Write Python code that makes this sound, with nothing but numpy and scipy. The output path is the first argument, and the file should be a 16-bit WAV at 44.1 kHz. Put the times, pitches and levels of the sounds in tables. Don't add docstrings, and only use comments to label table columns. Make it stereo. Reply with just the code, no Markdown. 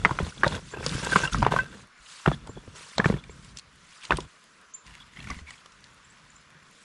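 import sys
import numpy as np
from scipy import signal
from scipy.fft import rfft, irfft
from scipy.io import wavfile
from scipy.ndimage import uniform_filter1d

SR = 44100
rng = np.random.default_rng(int(sys.argv[2]) if len(sys.argv) > 2 else 0)


def transcribe(signal):
    frames = np.atleast_2d(signal).T
    limited = np.clip(frames, -1, 1)
    pcm = np.round(limited * 32767).astype(np.int16)
    wavfile.write(sys.argv[1], SR, pcm)


def volts_from_decibels(level):
    exponent = np.asarray(level, float) / 20
    return 10 ** exponent


N = 302016


def evened(x):
    return x / np.sqrt(np.mean(x ** 2) + 1e-20)


def read(points, hz):
    f, value = np.transpose(points)
    return np.interp(np.log(hz + 1), np.log(f + 1), value)


def coloured(x, points):
    gain = volts_from_decibels(read(points, np.fft.rfftfreq(N, 1 / SR)))
    return evened(irfft(rfft(x) * gain, N))


def band(x, low_hz, high_hz):
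    return signal.lfilter(*signal.butter(2, [low_hz, high_hz], "band", fs=SR), x)


def resonated(x, hz, width_hz):
    return evened(signal.lfilter(*signal.iirpeak(hz, hz / width_hz, SR), x))


def add(mix, start_s, sound):
    part = mix[..., round(start_s * SR):][..., :sound.shape[-1]]
    part += sound[..., :part.shape[-1]]


def placed(x, pan_db):
    return np.array([x * volts_from_decibels(pan_db / 2), x * volts_from_decibels(-pan_db / 2)])


def ring(hz, t60_ms, rise_ms, phase, size=5292):
    ms = np.arange(size) * 1000 / SR
    rise = (1 - np.exp(-ms / rise_ms)) ** 2
    return volts_from_decibels(-60 * ms / t60_ms) * rise * np.sin(2 * np.pi * (hz * ms / 1000 + phase))


def grains(per_s, spread_db):
    draw = rng.random((N, 3))
    size = volts_from_decibels(spread_db * np.minimum(-np.log(1 - draw[:, 0]), 4))
    return size * np.sign(draw[:, 1] - .5) * (draw[:, 2] < per_s / SR)


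def echoes(length_s, t60_s):
    t = np.arange(round(length_s * SR)) / SR
    arrivals = rng.standard_normal((2, len(t))) * (rng.random((2, len(t))) < .05)
    tail = arrivals * volts_from_decibels(-60 * t / t60_s)
    return tail / np.linalg.norm(tail, axis=1, keepdims=True)


def patchy(x, patchy_db):
    z = signal.stft(x, nperseg=256)[2]
    patches = rng.standard_normal(z.shape)
    patches = uniform_filter1d(uniform_filter1d(patches, size=5, axis=0), size=4, axis=1)
    return evened(signal.istft(z * volts_from_decibels(patchy_db * evened(patches)))[1][:N])


def strokes(rows, rest_db=-100):
    attack_s, release_s, edge_db = 0.024, 0.046, -18.5
    t, out = np.arange(N) / SR, np.full(N, rest_db * 1.)
    for start_s, length_s, first_db, last_db in rows:
        at = [start_s - attack_s, start_s, start_s + length_s, start_s + length_s + release_s]
        levels = [first_db + edge_db, first_db, last_db, last_db + edge_db]
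        out = np.maximum(out, np.interp(t, at, levels, -100, -100))
    return out


# pitch_hz, density_db (per Hz)
WASH_SPECTRUM = [(25, -6.5), (110, -15.5), (160, 2.5), (300, -6.5), (500, -4.5), (880, -8), (1000, 0.5),
                 (1500, 2), (2600, -6), (7600, -15), (8200, -24), (10200, -18), (11500, -40.5)]
# pitch_hz, likeness (0 to 1)
WASH_COHERENCE = [(60, 1), (500, 0.5), (4000, 0.62), (11000, 1)]


def wood():
    frames, hz = N // 256 + 5, np.fft.rfftfreq(1024, 1 / SR)
    a, b, c, d, patches = rng.standard_normal((frames, 513, 5)).T
    patches = evened(uniform_filter1d(uniform_filter1d(patches, 12, 0), 14, 1))
    same = np.clip(read(WASH_COHERENCE, hz), -1, 1)[:, None]
    left = a + 1j * b
    right = same * left + np.sqrt(1 - same ** 2) * (c + 1j * d)
    z = np.array([left, right]) * volts_from_decibels(read(WASH_SPECTRUM, hz)[:, None] + 1.85 * patches)
    wash = evened(signal.istft(z, nperseg=1024, noverlap=768)[1][:, :N])
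    return volts_from_decibels(-57) * wash * volts_from_decibels(np.array([[.4], [-.4]]))


# start_s, length_s, first_db, last_db, rumble_over_drag_db
DRAGS = [(0, 0.28, -38.5, -39.5, 0.5), (0.327, 0.12, -55.5, -36.5, 2), (0.448, .11, -29.5, -32, -1),
         (0.588, 0.11, -51.5, -57, 6.5), (0.732, 0.26, -39, -31.5, -2.5), (1.03, 0.24, -26.5, -30.5, -9),
         (1.331, 0.15, -41.5, -39.5, 13.5), (1.519, 0.11, -28.5, -39.5, -1),
         (1.613, 0.24, -39.5, -53, -3.5), (2.285, .065, -37.5, -53.5, 13), (2.374, 0.39, -50, -57.5, 4),
         (2.754, 0.19, -46, -59, -13), (2.98, 0.11, -43, -34, 1.5), (3.105, 0.077, -33.5, -42.5, 3.5),
         (3.218, 0.36, -56, -59, 7), (3.625, 0.28, -74, -76.5, 12), (4.044, .04, -49.5, -55, -10),
         (4.116, .12, -36, -46.5, 2.5), (4.858, 0.29, -50.5, -58, -4.5), (5.165, .17, -50, -43, 1),
         (5.349, .08, -57, -66.5, 6), (5.475, .07, -52, -54, -5), (5.58, 1.05, -62, -62, -3)]
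# pitch_hz, width_hz, early_slab_db, last_boulder_db
STONE_MODES = [(468, 210, -1.5, -21), (1000, 160, -6, -3), (1394, 200, -4, -10), (2030, 760, -19.5, 4),
               (2760, 190, -12, -5.5), (3400, 210, -9.5, -8.5)]


def dragging():
    t = np.arange(N) / SR
    shared = evened(grains(900, 4.9))
    stone = np.zeros(N)
    for hz, width_hz, slab_db, boulder_db in STONE_MODES:
        slips = shared + 2.0 * evened(grains(250, 3.8))
        level_db = np.where(t < 4.84, slab_db, boulder_db)
        stone += volts_from_decibels(level_db) * resonated(slips, hz, width_hz)
    singing = evened(signal.lfilter(*signal.iirpeak(1560, 30, SR), shared))
    singing += volts_from_decibels(-8.5) * evened(signal.lfilter(*signal.iirpeak(2680, 40, SR), slips))
    stone += volts_from_decibels(-5.5) * singing * (t > .72) * (t < 1.75)
    catches = volts_from_decibels(2.2 * evened(uniform_filter1d(rng.standard_normal(N), size=400)))
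    drag_db = strokes([row[:-1] for row in DRAGS])
    return volts_from_decibels(drag_db - 5.0) * evened(catches * stone)


# pitch_hz, density_db (per Hz)
RUMBLE_SPECTRUM = [(20, -27), (45, 3.5), (100, -2), (150, 2), (250, -8), (500, -25.5), (900, -61)]


def ground_rumble():
    rows = [(start_s, length_s, first_db + over_db, last_db + over_db)
            for start_s, length_s, first_db, last_db, over_db in DRAGS]
    lumps = volts_from_decibels(2.5 * evened(uniform_filter1d(rng.standard_normal(N), 700)))
    return volts_from_decibels(strokes(rows, rest_db=-78)) * coloured(lumps * rng.standard_normal(N), RUMBLE_SPECTRUM)


# start_s, length_s, first_db, last_db
SWISHES = [(0, 0.3, -54, -45.5), (.31, 0.11, -53.5, -51.5), (.49, 0.066, -44.5, -42.5),
           (.59, 0.13, -56, -50), (.78, 0.072, -59, -40), (.87, 0.25, -39, -40.5), (1.1, .16, -37, -37),
           (1.325, 0.17, -37.5, -57), (1.52, 0.072, -45.5, -43.5), (1.63, 0.19, -59.5, -55.5),
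           (1.97, .13, -66, -48), (2.11, 0.24, -46.5, -52.5), (2.38, 0.45, -65.5, -58.5),
           (2.76, 0.24, -46.5, -51.5), (3.06, 0.13, -40.5, -64.5), (3.2, 0.31, -65.5, -55.5),
           (3.57, 0.021, -52, -56), (3.65, 0.22, -75, -58), (3.89, 0.17, -54.5, -54),
           (4.04, 0.018, -44, -47), (4.08, 0.15, -54, -54.5), (4.28, 0.52, -61, -72.5),
           (4.865, 0.22, -58, -68), (5.13, 0.27, -61, -53.5), (5.48, 0.13, -54.5, -60),
           (5.6, 0.81, -67, -66.5), (6.66, 0.17, -64, -58.5)]
# pitch_hz, density_db (per Hz)
HISS_SPECTRUM = [(500, -30.5), (1000, 2.5), (3000, 1.5), (7500, -1.5), (10000, -7), (11500, -21)]


def grit_and_sleeve():
    hiss_db = strokes(SWISHES)
    grit = np.clip((hiss_db + 47.5) / 8, 0, 1)
    source = grit * evened(grains(3000, 3.8)) + (1 - 0.67 * grit) * rng.standard_normal(N)
    crackle = coloured(source, HISS_SPECTRUM)
    hiss = volts_from_decibels(hiss_db) * placed(patchy(crackle, patchy_db=3.0), 3.5 - 4 * grit)
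    hiss += volts_from_decibels(hiss_db - 15) * band(crackle[::-1], 7000, 11000) * np.array([[1], [-1]])
    return hiss


def drips():
    snap = rng.standard_normal(400) * ring(0, 11.4, .1, 0.2)[:400]
    drops = np.array([grains(9, 4), grains(9, 4.5)])
    near = signal.oaconvolve(drops, band(snap, 1800, 10500)[None], axes=1)[:, :N]
    return volts_from_decibels(-58) * (near + 0.61 * near[::-1])


# start_s, level_db (peak), main_hz,
# second_hz, t60_ms
HARD_BLOWS = [(0.049, -3.5, 2000, 1020, 7.4), (0.054, -8, 1280, 2130, 10),
              (0.109, -15, 1020, 1390, 11.7), (0.188, -13.5, 1344, 2110, 9.2),
              (0.433, -6, 1603, 1170, 11.3), (0.443, -10, 1200, 1770, 12), (0.463, -18.5, 920, 1500, 38),
              (1.156, -13.5, 1556, 2200, 50), (1.234, -17.5, 1545, 2700, 73),
              (1.251, -19.5, 1550, 2730, 26), (1.274, -22.5, 2810, 1330, 30),
              (1.345, -15.5, 1290, 1130, 14.4), (1.426, -7.5, 960, 1370, 18),
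              (1.449, -16, 1260, 2920, 7.8), (1.465, -8, 930, 870, 7.7), (1.521, -11.5, 990, 1560, 10.6),
              (1.539, -14, 604, 900, 9.1), (1.562, -11, 1074, 1490, 17), (1.587, -13.5, 1545, 2000, 80),
              (2.26, -8.5, 1350, 830, 10.5), (2.275, -14, 1000, 1100, 10), (2.282, -16, 720, 1230, 7.3),
                 (2.315, -18.5, 737, 1280, 14), (2.982, -11, 690, 4130, 5.8),
                 (2.999, -11, 1690, 1070, 15.4), (3.043, -14, 1775, 1100, 20),
                 (3.057, -11, 1480, 2370, 8.8), (3.099, -21.5, 1050, 2030, 9.3),
                 (4.107, -8.5, 990, 2560, 11.5), (4.116, -16.5, 1200, 1700, 18),
                 (4.121, -10, 1490, 930, 11.6), (4.185, -25.5, 980, 650, 30), (5.3, -24, 1150, 2206, 25),
                 (5.31, -28.5, 2030, 1480, 27)]
# start_s, level_db (peak), main_hz
TOUCHES = [(0.092, -21, 950), (0.2, -24, 596), (0.522, -26, 1000), (0.742, -32, 1620), (0.828, -29.5, 1540),
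           (2.474, -35, 880), (2.571, -37.5, 700), (3.123, -31, 1470), (3.238, -38.5, 2340),
           (3.295, -44, 2220), (4.051, -34, 2840), (4.172, -35, 2650), (5.17, -35, 2030),
           (5.202, -34, 2660), (5.271, -36, 1420), (5.389, -37, 1990), (5.506, -34, 1940),
           (5.659, -41, 1200)]


def clacks():
    out = np.zeros(N)
    touches = [(start_s, db, hz, hz * 1.55, 16.4) for start_s, db, hz in TOUCHES]
    blows = [*HARD_BLOWS, *touches]
    for (start_s, db, main_hz, second_hz, t60_ms), u in zip(blows, rng.random((len(blows), 4))):
        low_hz, high_hz = sorted([main_hz, second_hz])
        high_db = -5.5 * np.sign(second_hz - main_hz) * max(1, t60_ms / 25)
        rise_ms = np.clip(0.062 * t60_ms, .4, 1.6)
        low = ring(low_hz, t60_ms, rise_ms, 0)
        low += .5 * ring(low_hz * (0.58 + 0.209 * u[0]), 0.62 * t60_ms, rise_ms, u[1])
        high = ring(high_hz, t60_ms, rise_ms, 0)
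        high += .5 * ring(high_hz * (1.0 + 0.27 * u[2]), 0.49 * t60_ms, rise_ms, u[3])
        modes = low * volts_from_decibels(min(-high_db, 0)) + high * volts_from_decibels(min(high_db, 0))
        rough = rng.standard_normal((2, len(low)))
        crunch = evened(band(band(rough[0], 440, 2210), 350, 7800)) * ring(0, 19.6, 0.72, .25)
        rattle = evened(band(rough[1] ** 3, 377, 1457)) * ring(0, 109, 1.35, 0.28)
        crack = evened(band(rough[1], 2600, 9100)) * ring(0, 9.5, .2, .25)
        clack = modes / abs(modes).max()
        clack += volts_from_decibels(-31.5) * crack + volts_from_decibels(-10.0) * crunch + volts_from_decibels(-20.5) * rattle
        add(out, start_s, volts_from_decibels(db + 1.0) * clack)
    return out


# start_s, level_db (peak),
# pitch_hz, t60_ms
SMALL_PINGS = [(0.05, -20, 3000, 9), (0.202, -32, 3400, 12), (0.055, -12, 2150, 9), (0.323, -36, 1500, 14),
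               (0.378, -34, 3450, 25), (0.413, -36, 2500, 6), (0.421, -34, 1500, 12), (0.455, -30, 3700, 15),
               (0.51, -32, 2750, 15), (0.524, -29, 3600, 20), (0.538, -32, 3650, 18), (0.545, -27, 1500, 25),
               (0.545, -31, 2650, 25), (0.556, -33, 3700, 12), (0.737, -29, 1600, 45),
               (0.771, -34, 2650, 25), (0.893, -29, 3610, 30), (0.935, -28, 1420, 15),
               (0.992, -29, 1520, 25), (0.993, -32, 3300, 18), (1.025, -28, 600, 15), (1.035, -26, 964, 15),
               (1.05, -26, 1570, 50), (1.07, -24, 982, 14), (1.095, -26, 1560, 50), (1.113, -29, 3350, 35),
               (1.126, -28, 4400, 20), (1.157, -6, 1530, 12), (1.186, -22, 1100, 15), (1.325, -24, 1410, 20),
               (1.328, -27, 3410, 15), (1.345, -32, 5800, 20), (1.372, -29, 1200, 20),
               (1.406, -32, 2910, 12), (1.421, -33, 4900, 15), (1.422, -14, 1050, 10),
               (1.427, -26, 3300, 10), (1.482, -33, 2850, 25), (1.476, -23, 800, 12), (1.489, -24, 780, 14),
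               (1.524, -27, 2740, 12), (1.525, -29, 3900, 12), (1.563, -24, 1550, 70),
               (1.602, -30, 2630, 110), (1.657, -34, 1560, 40), (1.736, -40, 1600, 25),
               (2.257, -24, 1000, 8), (2.261, -22, 2650, 10), (2.277, -28, 3400, 14),
                  (2.492, -33, 600, 20), (2.472, -34, 600, 10), (2.555, -45, 3400, 40),
                  (2.567, -36, 600, 12), (2.58, -44, 3400, 60), (2.676, -40, 1300, 8),
                  (2.677, -38, 500, 20), (2.993, -28, 3300, 8), (3.019, -27, 900, 12),
                  (3.081, -32, 4100, 12), (3.091, -33, 4000, 12), (3.139, -37, 3130, 20),
                  (3.141, -30, 1800, 15), (3.165, -39, 2230, 10), (3.168, -30, 420, 20),
                  (4.017, -38, 2900, 5), (4.026, -35, 3000, 5), (4.033, -38, 2900, 5),
                  (4.069, -39, 3100, 5), (4.097, -30, 900, 12), (4.108, -20, 3400, 9),
                  (4.13, -32, 3600, 12), (4.159, -33, 3150, 14), (5.162, -40, 2000, 15),
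                  (5.19, -35, 2170, 15), (5.203, -35, 3300, 15), (5.212, -40, 1800, 12),
                  (5.25, -39, 1850, 25), (5.272, -37, 2430, 15), (5.327, -39, 2200, 15),
                  (5.365, -42, 2030, 12), (5.377, -38, 2060, 15), (5.472, -39, 2260, 15),
                  (5.48, -41, 2200, 15), (5.543, -41, 2240, 15), (5.578, -45, 3350, 20),
                  (5.659, -42, 600, 10)]


def pings():
    out = np.zeros(N)
    pair = 1.12
    for start_s, db, hz, t60_ms in SMALL_PINGS:
        contact = rng.standard_normal(500) * ring(0, 7, .2, .25, size=500)
        contact[0] = 6
        near = ring(hz * pair, 9, .1, .3) + ring(hz / pair, 7, .1, .6)
        ping = signal.oaconvolve(ring(hz, t60_ms, .1, 0) + .4 * near, contact)
        add(out, start_s, volts_from_decibels(db - 4) * ping / abs(ping).max())
    return placed(out, -1.5)


# start_s, level_db (peak), pitch_hz, t60_ms
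THUDS = [(0.055, -18.5, 182, 41), (0.111, -21, 135, 46), (0.203, -19.5, 160.7, 63), (0.227, -21.5, 79, 78),
         (0.462, -21, 137, 55), (0.54, -30, 82, 120), (0.95, -24.5, 119, 45), (1.159, -13.5, 179, 46),
         (1.232, -25, 145, 180), (1.345, -22.5, 101, 94), (2.275, -8, 156, 52), (2.492, -32, 104.5, 48),
         (2.678, -37, 100, 56), (2.994, -13, 188, 37), (3.058, -10.5, 152, 31), (3.099, -11, 191.4, 35),
         (3.14, -19.5, 147, 30), (4.129, -23, 155, 100), (5.306, -30, 92, 60), (5.321, -33, 75, 100),
         (5.366, -37, 70, 100), (5.415, -39, 75, 200), (1.426, -20, 130, 80), (1.521, -20, 170, 40),
         (1.75, -40, 200, 150), (2.0, -55, 50, 200), (3.295, -42, 70, 120), (6.55, -52, 152, 350)]
# start_s, level_db (peak), pitch_hz
KNOCKS = [(0.436, -19, 385), (0.737, -27.5, 423), (0.771, -27.5, 370), (0.807, -28, 404), (0.862, -21, 495),
          (1.069, -23.5, 444), (1.123, -24, 328), (1.464, -14, 415), (2.317, -22.5, 307),
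          (2.494, -32.5, 450), (2.572, -31.5, 365), (3.125, -25, 377), (3.294, -37, 430), (4.106, -18, 375),
          (4.185, -20.5, 364)]


def thuds():
    out = np.zeros(N)
    knocks = [(*row, 21) for row in KNOCKS]
    for start_s, db, hz, t60_ms in [*THUDS, *knocks]:
        push = ring(hz, t60_ms, 1.57, 0, size=9000)
        push += 0.86 * ring(2.365 * hz, min(0.49 * t60_ms, 40), 1.0, 0, size=9000)
        add(out, start_s, volts_from_decibels(db + 1.5) * push / abs(push).max())
    return out


# start_s, length_ms, level_db (peak),
# pitch_hz
SQUEAKS = [
    (.45, 35, -39, 3720),
    (.462, 14.4, -18.5, 565),
    (1.111, 35, -19.5, 1554),
    (1.157, 13.2, -9, 1150),
    (3.178, 28, -46, 3420),
    (2.316, 38, -39, 3370),
    (2.322, 27, -40.5, 1750),
    (4.994, 45, -47, 3400),
    (5.46, 48, -44, 2230),
    (5.53, 19, -46, 2270),
]


def squeaks():
    out = np.zeros(N)
    for start_s, length_ms, db, hz in SQUEAKS:
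        size = round(length_ms * SR / 1000)
        mode = signal.lfilter(*signal.iirpeak(hz, 32, SR), rng.standard_normal(3000))
        tone = evened(mode[-size:])
        add(out, start_s, volts_from_decibels(db - 4.5) * tone * signal.windows.tukey(size, .6))
    return out


# start_s, level_db (peak), pitch_hz, left_over_right_db
TICKS = [(0.478, -27, 4300, 3), (0.863, -21, 4770, -1), (0.893, -29.5, 3860, 1.5),
         (1.047, -29.5, 7300, 2.5), (1.332, -27.5, 3780, -3.5), (1.384, -37, 4900.0, 6),
         (2.472, -44.5, 7800, 3.5), (2.981, -23, 3960, 1), (3.239, -51.5, 4700.0, 4),
         (3.446, -49, 8000.0, -2), (3.571, -35.5, 5240, 4), (3.586, -37, 7000, 8), (3.594, -40.5, 4500, 5),
         (4.051, -37, 4030, 8), (4.17, -31.5, 8600, -2.5), (4.204, -37, 3620, -4), (4.865, -49.5, 5430, -2),
         (5.303, -34.5, 5230, -2.0), (5.506, -41.5, 7330, 7), (5.659, -48, 3500, 4), (5.72, -52, 6300, 7),
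         (5.841, -46.5, 4450, 8), ]


def ticks():
    out = np.zeros((2, N))
    for start_s, db, hz, pan_db in TICKS:
        burst = rng.standard_normal(600) * ring(0, 20.8, 0.18, .25)[:600]
        tick = evened(band(burst, 2670, 6840)) + 0.62 * evened(band(burst, 0.81 * hz, 1.12 * hz))
        add(out, start_s, placed(volts_from_decibels(db + 7.5) * tick / abs(tick).max(), pan_db))
    return out


# start_s, length_ms, level_db (peak), pitch_hz
BIRDS = [
    (.706, 27, -52, 7230),
    (2.483, 39, -56, 7220),
    (3.298, 26, -56, 7470),
    (4.737, 20.2, -39, 7120),
    (6.044, 13, -57, 7150),
    (6.1, 14, -57, 7370),
    (6.301, 5.8, -52, 6800),
    (6.359, 10, -51, 6860),
]


def birds():
    out = np.zeros(N)
    for start_s, length_ms, db, held_hz in BIRDS:
        first, last = (.85, 1.025) if length_ms > 20 else (1.07, 1.12)
        u = np.linspace(0, 1, round(length_ms * SR / 1000))
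        hz = np.interp(u, [0, .3, 1], [first, 1, last]) * held_hz
        hz = uniform_filter1d(hz, 100, mode="nearest")
        chip = np.sin(np.pi * u) ** 0.47 * np.sin(2 * np.pi * np.cumsum(hz) / SR)
        add(out, start_s, volts_from_decibels(db) * chip)
    trees = signal.oaconvolve(out[None], echoes(0.23, 0.29), axes=1)[:, :N]
    return placed(out, 13.4) + volts_from_decibels(-2.0) * trees


def scene():
    hits = clacks() + squeaks()
    pile = volts_from_decibels(-17.0) * signal.oaconvolve(hits[None], echoes(0.073, 0.11), axes=1)[:, :N]
    stones = placed(hits, -1.95) + pile + pings()
    ground = placed(dragging() + ground_rumble() + thuds(), -0.86)
    return wood() + ground + grit_and_sleeve() + drips() + stones + ticks() + birds()


def top_gate(x, gate_db):
    hz, _, z = signal.stft(x, SR, nperseg=1024)
    power = uniform_filter1d((abs(z) ** 2).mean(0), size=9, axis=0)
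    power = uniform_filter1d(power, size=3, axis=1)
    around = power[(hz > 4000) & (hz < 12000)].mean(0)
    around = around * volts_from_decibels(5 * uniform_filter1d(rng.standard_normal(len(around)), size=5))
    keep = (power > around * volts_from_decibels(2 * gate_db)) | (hz < 8000)[:, None]
    return signal.istft(z * keep, nperseg=1024)[1][:, :N]


def roll_off(x):
    return signal.sosfilt(signal.butter(12, 11900, fs=SR, output="sos"), x)


def record(dry):
    limited = signal.oaconvolve(dry, signal.firwin(255, 11600, fs=SR)[None], "same")
    return roll_off(top_gate(limited, gate_db=-13.5))


dry = scene()
out = record(dry)
transcribe(out)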